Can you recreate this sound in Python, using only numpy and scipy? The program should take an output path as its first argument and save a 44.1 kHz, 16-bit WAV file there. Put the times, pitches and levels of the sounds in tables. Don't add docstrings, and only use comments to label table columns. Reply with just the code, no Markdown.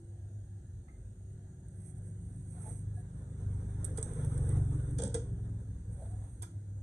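import sys
import numpy as np
from scipy import signal
from scipy.fft import rfft, irfft, next_fast_len
from scipy.io import wavfile
from scipy.ndimage import uniform_filter1d

SR = 44100
rng = np.random.default_rng(int(sys.argv[2]) if len(sys.argv) > 2 else 0)


def master_out(mix):
    frames = np.transpose(np.atleast_2d(mix))
    ceiling = np.clip(frames, -1, 1)
    pcm = np.round(ceiling * 32767).astype(np.int16)
    wavfile.write(sys.argv[1], SR, pcm)


N = 301057
TIME = np.arange(N) / SR

# start in seconds, clack level in dB before colouring, panel ring level in dB,
# share of the ring time left by the grip (0-1), pitch factor.
KNOCKS = [(3.846, -56, -58, 0.4, 0.98), (3.974, -51, -56, 0.1, 1), (3.98, -52.5, -36, 0.4, 0.96),
          (4.9815, -54, -58, .9, 1.03), (4.986, -44, -46, 0.9, 1.03), (4.996, -48, -42.5, 1, 0.99),
          (5.018, -46, -40.5, 0.96, 1.02), (5.0325, -44, -40, 0.84, 1.12), (5.048, -47.5, -49, 0.9, 1.03),
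          (5.066, -53, -45.5, 0.8, 1.03), (5.095, -57, -48, 1, 1.02), (5.1425, -38.5, -38.5, 1, 1),
          (5.1468, -55, -38, 0.74, 1), (6.021, -72, -51.5, 0.37, 1.17), (6.4195, -50, -61, .5, 1),
          (6.427, -49, -61, 0.25, 1.04)]
# frequency in Hz, level in dB, t60 in seconds.
PANEL_MODES = [(174, -6, 0.14), (311, -11, 0.27), (380, -15.5, 0.32), (453.3, -1.5, 0.19), (492, 0, 0.13),
               (568, -15, 0.12), (660, -23, 0.2), (707, -21, 0.11), (783, -17.5, 0.14), (906, -17, 0.07),
               (972, -27, 0.17), (1312, -25, 0.16), (1490, -27, 0.17), (1518, -29, 0.13), (1630, -30, 0.11),
               (3470, -28, 0.21)]
# frequency in Hz, gain in dB.
CLACK_COLOUR = [(200, 5), (350, 12), (620, 2), (900, 8.5), (1150, -11), (1500, 6), (2300, -10.5),
                (2750, -10), (3350, 9), (4200, -9), (4700, 1.5), (5500, 0.5), (6500, 7.5), (7400, 5),
                (8400, -7), (9500, -10), (10800, -40), (15000, -45)]
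# start in seconds, level in dB before colouring, sharpness (0-1).
TICKS = [(1.684, -54, 0.1), (3.8448, -31, 0.45), (3.8487, -31.5, 0.36), (3.864, -43, .1), (3.973, -37, .2),
         (3.9757, -36, 0.1), (3.981, -38, 0.1), (3.986, -39, .2), (4.012, -45, 0), (4.0278, -24, 0),
         (4.1353, -43.5, 0.3), (4.247, -41, 0.35), (4.343, -46.5, 0.3), (4.3775, -40, 0.3),
         (4.491, -39.5, .1), (4.9085, -50, 0.2), (4.9853, -34.5, 0), (4.994, -39, 0), (5.0213, -35, 0.14),
         (5.0363, -28.5, 0), (5.049, -39, 0), (5.065, -45, 0), (5.077, -41, 0), (5.1432, -26, 0.03),
         (6.4216, -43.5, 1), (6.4237, -36, 0.8), (6.428, -41, .3), (6.43, -40.5, .2)]
# frequency in Hz, gain in dB.
TICK_COLOUR = [(500, -39), (2600, -28), (3600, -11), (4600, -19.5), (6300, -3.5), (7500, -3), (8400, 2),
               (9400, -4.5), (10500, -32), (12500, -48), (15000, -59)]
SHARP_COLOUR = [(8000, -38), (9700, -5), (10500, -14), (11500, -4), (12600, -21), (14500, -25)]
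# frequency in Hz, relative level in dB, t60 in seconds.
TERMINAL_MODES = [(3620, -7.5, 0.039), (5660, -18, 0.12), (6240, -14, 0.12), (6298, -10.5, 0.18),
                  (6570, -16, .14), (6860, -12.5, 0.08), (8200, -6.5, 0.07), (8330, -7.5, 0.039),
                  (8660, -13.5, 0.089), (9140, -10.5, 0.077), (9540, -14.5, 0.065)]
# start in seconds, level in dB before the ring.
COVER_RATTLES = [(3.976, -55.5), (4.985, -57), (5.145, -51), (6.425, -51.5)]
# frequency in Hz, level in dB, t60 in seconds.
COVER_MODES = [(706, -4.5, 0.037), (952, -1, 0.063), (1026, 0, 0.066), (1230, 1, 0.074), (1325, 5, 0.049),
               (1424, 6.5, 0.045), (1640, -1.5, 0.063), (1995, -5.5, 0.074), (2380, -2.5, 0.035)]
# start in seconds, level in dB before the ring.
SHAFT_CLINK = (.882, -57.5)
# frequency in Hz, level in dB, t60 in seconds.
SHAFT_MODES = [(1290, -1, 0.11), (1630, -14, .07), (2070, 2, 0.12)]
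# start in seconds, level in dB before the decay, ring in Hz.
FLOOR_BUMPS = [(5.043, -31, 194.6), (5.052, -39, 265.7), (5.151, -41.5, 313), (5.161, -31, 98)]
# peak in seconds, length in seconds, level in dB, ring in Hz,
# pitch wander in Hz.
JUDDERS = [(2.61, 0.018, -67, 1354, 37), (2.668, 0.055, -64, 854, 30), (2.672, 0.041, -68, 639, 30),
           (2.683, 0.023, -63, 460, 15), (2.981, 0.037, -63.5, 718, 8.7), (2.982, 0.045, -74.5, 1676, 13),
           (6.008, 0.1, -65, 556, 41), (6.016, 0.062, -63, 692, 37), (6.12, 0.053, -65, 730, 16.2)]
# peak in seconds, length in seconds, level in dB before colouring.
RUBS = [(1.78, 0.12, -71), (1.885, 0.11, -61), (1.98, 0.031, -68), (2.08, 0.1, -68), (2.38, 0.37, -70),
        (2.53, 0.075, -65), (2.68, 0.16, -56), (2.77, 0.14, -61), (2.99, 0.087, -67.5), (4.22, 0.45, -65),
        (4.5, 0.14, -62), (4.83, 0.7, -69), (5.94, 0.035, -69), (6.05, 0.18, -67), (6.29, 0.36, -69.5)]
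# peak in seconds, length in seconds, level in dB before colouring.
DRAGS = [(2.57, 0.069, -69.5), (2.69, 0.14, -64), (6.04, 0.16, -70.5), (6.14, 0.13, -73.5),
         (6.27, 0.14, -69.5)]
# frequency in Hz, gain in dB.
RUB_COLOUR = [(300, -35), (2000, -6.5), (4700, -30.5), (6200, -2), (7600, -9.5), (8300, 1), (9300, -5),
              (10500, -15.5), (12000, -22.5), (14000, -59)]
DRAG_COLOUR = [(200, -8), (450, 23), (560, 11), (720, 21.5), (860, 13.5), (1100, 12), (1450, 10),
               (2200, -3), (2800, -12), (3400, 1), (4500, -13), (9000, -48), (12000, -55)]

# time in seconds, level in dB before the small random part.
TONE_LEVEL = [(0, -53), (.2, -48.5), (.28, -53), (.35, -46.5), (.42, -49), (.54, -43.5), (.72, -66.5),
              (1.1, -49.5), (1.62, -56), (1.82, -46.5), (2.8, -48.5), (4.2, -58.5), (6.05, -50.5),
              (6.17, -44), (6.36, -52), (6.43, -39.5), (6.49, -56.5), (6.57, -40.5), (6.64, -49.5),
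              (6.7, -42)]
HUM_HZ = 100

# time in seconds, firings per second.
ENGINE_SPEED = [(0, 22.3), (1.3, 23.7), (2.85, 25.4), (3.3, 25.3), (3.52, 24.4), (3.7, 25.3), (3.9, 24.1),
                (4.13, 26), (4.3, 23.2), (4.4, 22.4), (4.54, 24), (4.75, 23), (5.1, 22.5), (5.7, 21.1),
                (6.83, 19.9)]
# frequency in Hz, relative level in dB, t60 in seconds.
BOOM_MODES = [(48.2, -0.5, 0.1), (68.85, 0, 0.22)]
BARK_MODES = [(117.5, 0, 0.096), (151.6, -3, 0.17)]
RASP_MODES = [(168, 3.5, 0.14), (196.7, 2, 0.065), (215.6, -4, 0.08), (293.3, -9, 0.12),
              (308, -21.5, 0.042)]
DRONE_MODES = [(280, -3, 0.058), (310.3, -4.5, 0.079)]
# time in seconds, level in dB.
BOOM_LEVEL = [(0, -66), (1.1, -53.5), (2.15, -58.5), (2.4, -49), (2.65, -48.5), (3.35, -50), (3.52, -39.5),
              (3.7, -41.5), (3.87, -41), (4.1, -45), (4.4, -34.5), (5.3, -39.5), (5.5, -41.5), (6.25, -43),
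              (6.6, -59), (6.83, -62)]
RASP_LEVEL = [(0, -65), (1.1, -60.5), (1.6, -53.5), (1.8, -55), (2.45, -48), (3.2, -50.5), (3.6, -47),
              (4.1, -58.5), (4.8, -58), (5.3, -46.5), (5.6, -53), (6.83, -56.5)]
# time in seconds, level in dB on top of the distance law, ring in Hz.
THUD_CURVE = [(0, -5, 92), (1.65, -11, 95.4), (2.7, 5, 101.5), (3.17, -1.5, 100.8), (3.3, 6.5, 101),
              (3.37, 1.5, 100), (3.48, 13, 95.8), (3.68, -1, 99), (3.79, 5, 99), (3.95, -5, 98),
              (4.2, -4, 99.4), (4.58, 4.5, 93.8), (4.85, -3.5, 107.6), (5.4, 2.5, 108.4),
              (5.54, 7.5, 105.6), (5.83, -1.5, 102.2), (5.94, 4.5, 103), (6.03, -3.5, 103.4),
              (6.19, 4.5, 101.7), (6.5, -4, 99.5)]
# time in seconds, level in dB on top of the distance law.
BARK_LEVEL = [(0, -23), (1.4, -8.5), (2.6, -2.5), (3.7, -8.5), (4.08, -9.5), (4.24, 2), (4.9, 2.5),
              (5.3, -5), (5.7, -21), (6.83, -9.5)]
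# frequency in Hz, gain in dB.
BARK_COLOUR = [(85, -11.0), (115, 6.0), (150, 5.5), (180, -6.0)]
RASP_COLOUR = [(120, -18.0), (170, -9.0)]
WALL_COLOUR = [(22, -42), (31, -23), (42, -2), (330, -4.5), (600, -22.0), (1500, -48)]
THUD_T60 = 0.21
PASS_S, DISTANCE_M, TRAVEL_M_PER_S = 4.313, 3.84, 8.1
PIPE_LAG_S, DRONE_LAG_S = 0.18, 0.48
THUD_DB, BARK_DB, DRONE_DB, ROAD_DB = -34, -34, -48.5, -60.5
THUD_FADE, BARK_FADE, DRONE_FADE, ROAD_FADE = 1.19, 0.75, 2.8, 1.75

# time in seconds, pitch in Hz before the waver, level in dB before the waver.
WHINE_CURVE = [(0, 337.7, -61.5), (.3, 355, -72.5), (.85, 359, -71), (1.35, 376, -71), (1.9, 367, -68.5),
               (2.7, 372.8, -71), (3.1, 384, -69), (3.7, 394.6, -64), (4.8, 396.5, -61.5), (5.5, 398, -64),
               (5.8, 380, -76), (6.25, 342, -90), (6.42, 339, -68.5), (6.83, 335, -75.5)]
# frequency in Hz, level in dB.
ROOM_TONE = [(22, -67.5), (45, -29.5), (100, -26.5), (160, -37.5), (220, -45.5), (400, -51.5), (620, -59.5),
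             (780, -61), (1100, -72.5), (1650, -64), (2300, -81.5), (3300, -74.5), (5200, -84),
             (6900, -63.5), (7600, -82), (8300, -76.5), (11000, -99)]
ROAD_COLOUR = [(100, 35), (300, 29.5), (385, 22.5), (455, 29), (620, 16.5), (1050, 13.5), (1500, 16),
               (1800, 8), (2100, 1), (2700, -7), (3550, 3), (4500, -23), (6200, 1.5), (9000, -4),
               (12000, -30), (14000, -59)]

# frequency in Hz, gain in dB.
RIGHT_PORT = [(7850, 0), (8050, 18), (9000, 18.5), (10200, 19.5), (11000, 17), (12200, 10), (13000, 2),
              (14000, 0)]
PORT_DELAY_S, AXIAL_SHARE = 0.000491, 0.58
EDGE_HZ = 14450


def knocks(spot_db=0.5, shimmer_db=-35, shimmer_t60=0.3):
    s, clack_db = np.transpose(KNOCKS)[:2]
    taps = blows(s, clack_db)
    crack = burst(taps, t60=0.058, tail_db=-12.0, tail_t60=0.27, rise_s=0.001) * amp(1.2 * drift(300))
    clack = colour(crack + shimmer(taps, shimmer_db, shimmer_t60), CLACK_COLOUR)
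    hz, db, t60 = np.transpose(PANEL_MODES)
    panels = np.zeros(N)
    for at, _, ring_db, free, bend in KNOCKS:
        spot = spot_db * rng.standard_normal(len(PANEL_MODES))
        panels += ring(blows(at, ring_db), zip(hz * bend, db + spot, t60 * max(free, .05)))
    return clack + room(panels, wet_db=-4.5, t60=0.38)


def shimmer(x, db, t60, count=90):
    edges = np.linspace(1200, 10000, count)
    hz = edges + (edges[1] - edges[0]) * rng.random((2, count))
    return np.array([ring(x, [(f, db, t60) for f in port]) for port in hz])


def ticks():
    s, db, sharpness = np.transpose(TICKS)
    taps = blows(s, db)
    crack = burst(taps, t60=0.014, tail_db=-22, tail_t60=0.11) * amp(0.77 * drift(400))
    sharp_taps = blows(s, db + 20 * np.log10(sharpness))
    top = burst(sharp_taps, t60=0.016, tail_db=-17.5, tail_t60=0.15)
    terminals = amp(-31.0) * room(ring(taps, TERMINAL_MODES), wet_db=2.0, t60=0.35)
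    return colour(crack, TICK_COLOUR) + colour(top, SHARP_COLOUR) + terminals


def rattle(s, db, modes, t60):
    chatter = burst(blows(s, db), t60, tail_db=-13.0, tail_t60=0.22, rise_s=0.002)
    return np.array([ring(port, modes) for port in chatter]) / np.sqrt(t60 * SR / np.log(1e6))


def bumps(t60=0.14, rise_s=0.0028):
    t = np.arange(SR // 4) / SR
    shape = (1 - np.exp(-t / rise_s)) * amp(-60 * t / t60)
    out = np.zeros(N)
    for s, db, hz in FLOOR_BUMPS:
        out += signal.oaconvolve(blows(s, db), shape * np.sin(2 * np.pi * hz * t))[:N]
    return out


def judders():
    out = np.zeros(N)
    for s, length, db, hz, wander_hz in JUDDERS:
        phase = 2 * np.pi * np.cumsum(hz + wander_hz * drift(150)) / SR
        tone = np.sqrt(2) * np.sin(phase) * amp(2.6 * drift(110))
        out += tone * strokes([(s, length, db)], rise_share=0.39)
    return room(out, wet_db=-3.5, t60=0.3)


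def handling():
    rub = colour(noise() * amp(1.45 * drift(350)), RUB_COLOUR) * strokes(RUBS, rise_share=0.62)
    drag = colour(noise() * amp(2 * drift(120)), DRAG_COLOUR) * strokes(DRAGS, rise_share=0.62)
    return rub + drag


def hum():
    random_db, random_rad = 1.7 * drift(14), .25 * drift(6)
    tone = np.sqrt(2) * np.sin(2 * np.pi * HUM_HZ * TIME + random_rad)
    return tone * amp(curves(TONE_LEVEL)[0] + random_db)


def engine(firing_s=4.53, uneven_db=1.5, jitter=0.0077, boom_lag_s=0.013):
    turns = np.cumsum(curves(ENGINE_SPEED)[0]) / SR
    turns = turns - np.interp(firing_s, TIME, turns) + jitter * drift(20)
    firings = np.diff(np.floor(turns), prepend=np.floor(turns[0])) > 0
    pulses = firings * amp(uneven_db * drift(25))
    puffs = unit(burst(pulses, t60=0.13, tail_db=-25, tail_t60=0.3)[0])

    near_db = passing_db(PIPE_LAG_S)
    late_pulses = np.roll(pulses, round(boom_lag_s * SR))
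    boom = amp(curves(BOOM_LEVEL)[0]) * unit(ring(late_pulses, BOOM_MODES))
    thud_db, thud_hz = curves(THUD_CURVE)
    thud_gain = amp(THUD_DB + THUD_FADE * near_db + thud_db)
    thud = thud_gain * unit(glide_ring(pulses, thud_hz, THUD_T60))
    bark_gain = amp(BARK_DB + BARK_FADE * near_db + curves(BARK_LEVEL)[0])
    bark = bark_gain * unit(colour(ring(pulses, BARK_MODES), BARK_COLOUR))
    rough = unit(ring(pulses, RASP_MODES)) + 0.6 * unit(ring(puffs, RASP_MODES))
    rasp = amp(curves(RASP_LEVEL)[0]) * unit(colour(rough, RASP_COLOUR))
    drone_gain = amp(DRONE_DB + DRONE_FADE * passing_db(DRONE_LAG_S))
    drone = drone_gain * unit(ring(puffs, DRONE_MODES))
    return colour(boom + thud + bark + rasp + drone, WALL_COLOUR)


def glide_ring(x, hz, t60):
    turn = np.exp(2j * np.pi * np.cumsum(hz) / SR)
    decay = np.exp(-np.log(1000) / (t60 * SR))
    return (turn * signal.lfilter([1], [1, -decay], x / turn)).imag


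def passing_db(lag_s):
    along_m = TRAVEL_M_PER_S * (TIME - PASS_S - lag_s)
    return 20 * np.log10(DISTANCE_M / np.hypot(DISTANCE_M, along_m))


def whine(lower_db=-59, lower_fade=1.5):
    hz, db = curves(WHINE_CURVE)
    waver, waver_db = .002 * drift(14), 1.4 * drift(10)
    phase = 2 * np.pi * np.cumsum(hz * (1 + waver)) / SR
    lower_gain = amp(lower_db + lower_fade * passing_db(DRONE_LAG_S) + 2.0 * drift(10))
    lower_order = np.sin(phase * 2 / 3)
    return np.sqrt(2) * (amp(db + waver_db) * np.sin(phase) + lower_gain * lower_order)


def air():
    road_db = ROAD_DB + ROAD_FADE * passing_db(0) + 1.42 * drift(40)
    still = patchy(colour(noise(), ROOM_TONE), depth_db=3.02, patch_hz=120, patch_s=0.14)
    road = patchy(colour(noise(), ROAD_COLOUR), depth_db=3.0, patch_hz=170, patch_s=.05)
    return still + road * amp(road_db)


def patchy(x, depth_db, patch_hz, patch_s):
    z = signal.stft(x, nperseg=1024, noverlap=768)[2]
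    field = rng.standard_normal(z.shape[1:])
    spans = patch_hz * 1024 / SR, patch_s * SR / 256
    for axis, span in enumerate(spans):
        field = uniform_filter1d(field, max(round(span), 1), axis)
    return signal.istft(z * amp(depth_db * unit(field)), nperseg=1024, noverlap=768)[1][:, :N]


def amp(db):
    return 10 ** (np.asarray(db) / 20)


def unit(x):
    return x / np.sqrt(np.mean(x ** 2) + 1e-20)


def curves(rows):
    s, *columns = np.transpose(rows)
    return [np.interp(TIME, s, c) for c in columns]


def strokes(rows, rise_share):
    gain = np.zeros(N)
    for s, length, db in rows:
        width = length * np.where(TIME < s, rise_share, 1 - rise_share)
        gain += amp(db) * np.exp(-((TIME - s) / width) ** 2)
    return gain


def drift(rate):
    knots = rng.standard_normal(4096)
    return unit(np.interp(TIME * rate, np.arange(len(knots)), knots))


def noise():
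    return rng.standard_normal((2, N))


def blows(s, db):
    out = np.zeros(N)
    np.add.at(out, np.round(np.atleast_1d(s) * SR).astype(int), amp(db))
    return out


def ring(x, modes):
    t = np.arange(SR // 2) / SR
    shape = np.zeros(len(t))
    for k, (hz, db, t60) in enumerate(modes):
        shape += (-1) ** k * amp(db - 60 * t / t60) * np.sin(2 * np.pi * hz * t)
    return signal.oaconvolve(x, shape)[:N]


def burst(x, t60, tail_db, tail_t60, rise_s=0.00063):
    t = np.arange(SR // 2) / SR
    decay = amp(-60 * t / t60) ** 2 + amp(tail_db - 60 * t / tail_t60) ** 2
    power = decay * (1 - np.exp(-t / rise_s)) ** 2
    return noise() * np.sqrt(abs(signal.oaconvolve(x ** 2, power)[:N]))


def colour(x, points):
    hz, db = np.transpose(points)
    size = next_fast_len(N + 4096)
    f = np.fft.rfftfreq(size, 1 / SR)
    gain = amp(np.interp(np.log(f + 1), np.log(hz), db))
    return irfft(rfft(x, size) * gain, size)[..., :N]


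def room(x, wet_db, t60):
    t = np.arange(SR // 2) / SR
    tail = rng.standard_normal((2, len(t))) * amp(-60 * t / t60) * (t > .004)
    tail /= np.linalg.norm(tail[0])
    return x + amp(wet_db) * signal.oaconvolve(x[None], tail, axes=1)[:, :N]


def ports(x, mono_hz):
    size = next_fast_len(N)
    f = np.fft.rfftfreq(size, 1 / SR)
    long_waves = 1 / (1 + (f / mono_hz) ** 14)
    same = long_waves + (1 - long_waves) * AXIAL_SHARE * np.cos(2 * np.pi * f * PORT_DELAY_S)
    mid, side = rfft([x[0] + x[1], x[0] - x[1]], size) / 2
    mid, side = mid * np.sqrt(1 + same), side * np.sqrt(1 - same)
    return irfft([mid + side, mid - side], size)[:, :N]


def scene():
    cover = rattle(*np.transpose(COVER_RATTLES), COVER_MODES, t60=0.049)
    clink = rattle(*SHAFT_CLINK, SHAFT_MODES, t60=0.02)
    wide = knocks() + ticks() + cover + clink + judders() + handling() + air()
    return ports(wide, mono_hz=950) + bumps() + hum() + engine() + whine()


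def record(dry):
    heard = np.array([dry[0], colour(dry[1], RIGHT_PORT)]) + amp(-88.0) * noise()
    lowpass = signal.firwin(511, EDGE_HZ, window=("kaiser", 9), fs=SR)
    return signal.oaconvolve(heard, lowpass[None], "same")


dry = scene()
out = record(dry)
master_out(out)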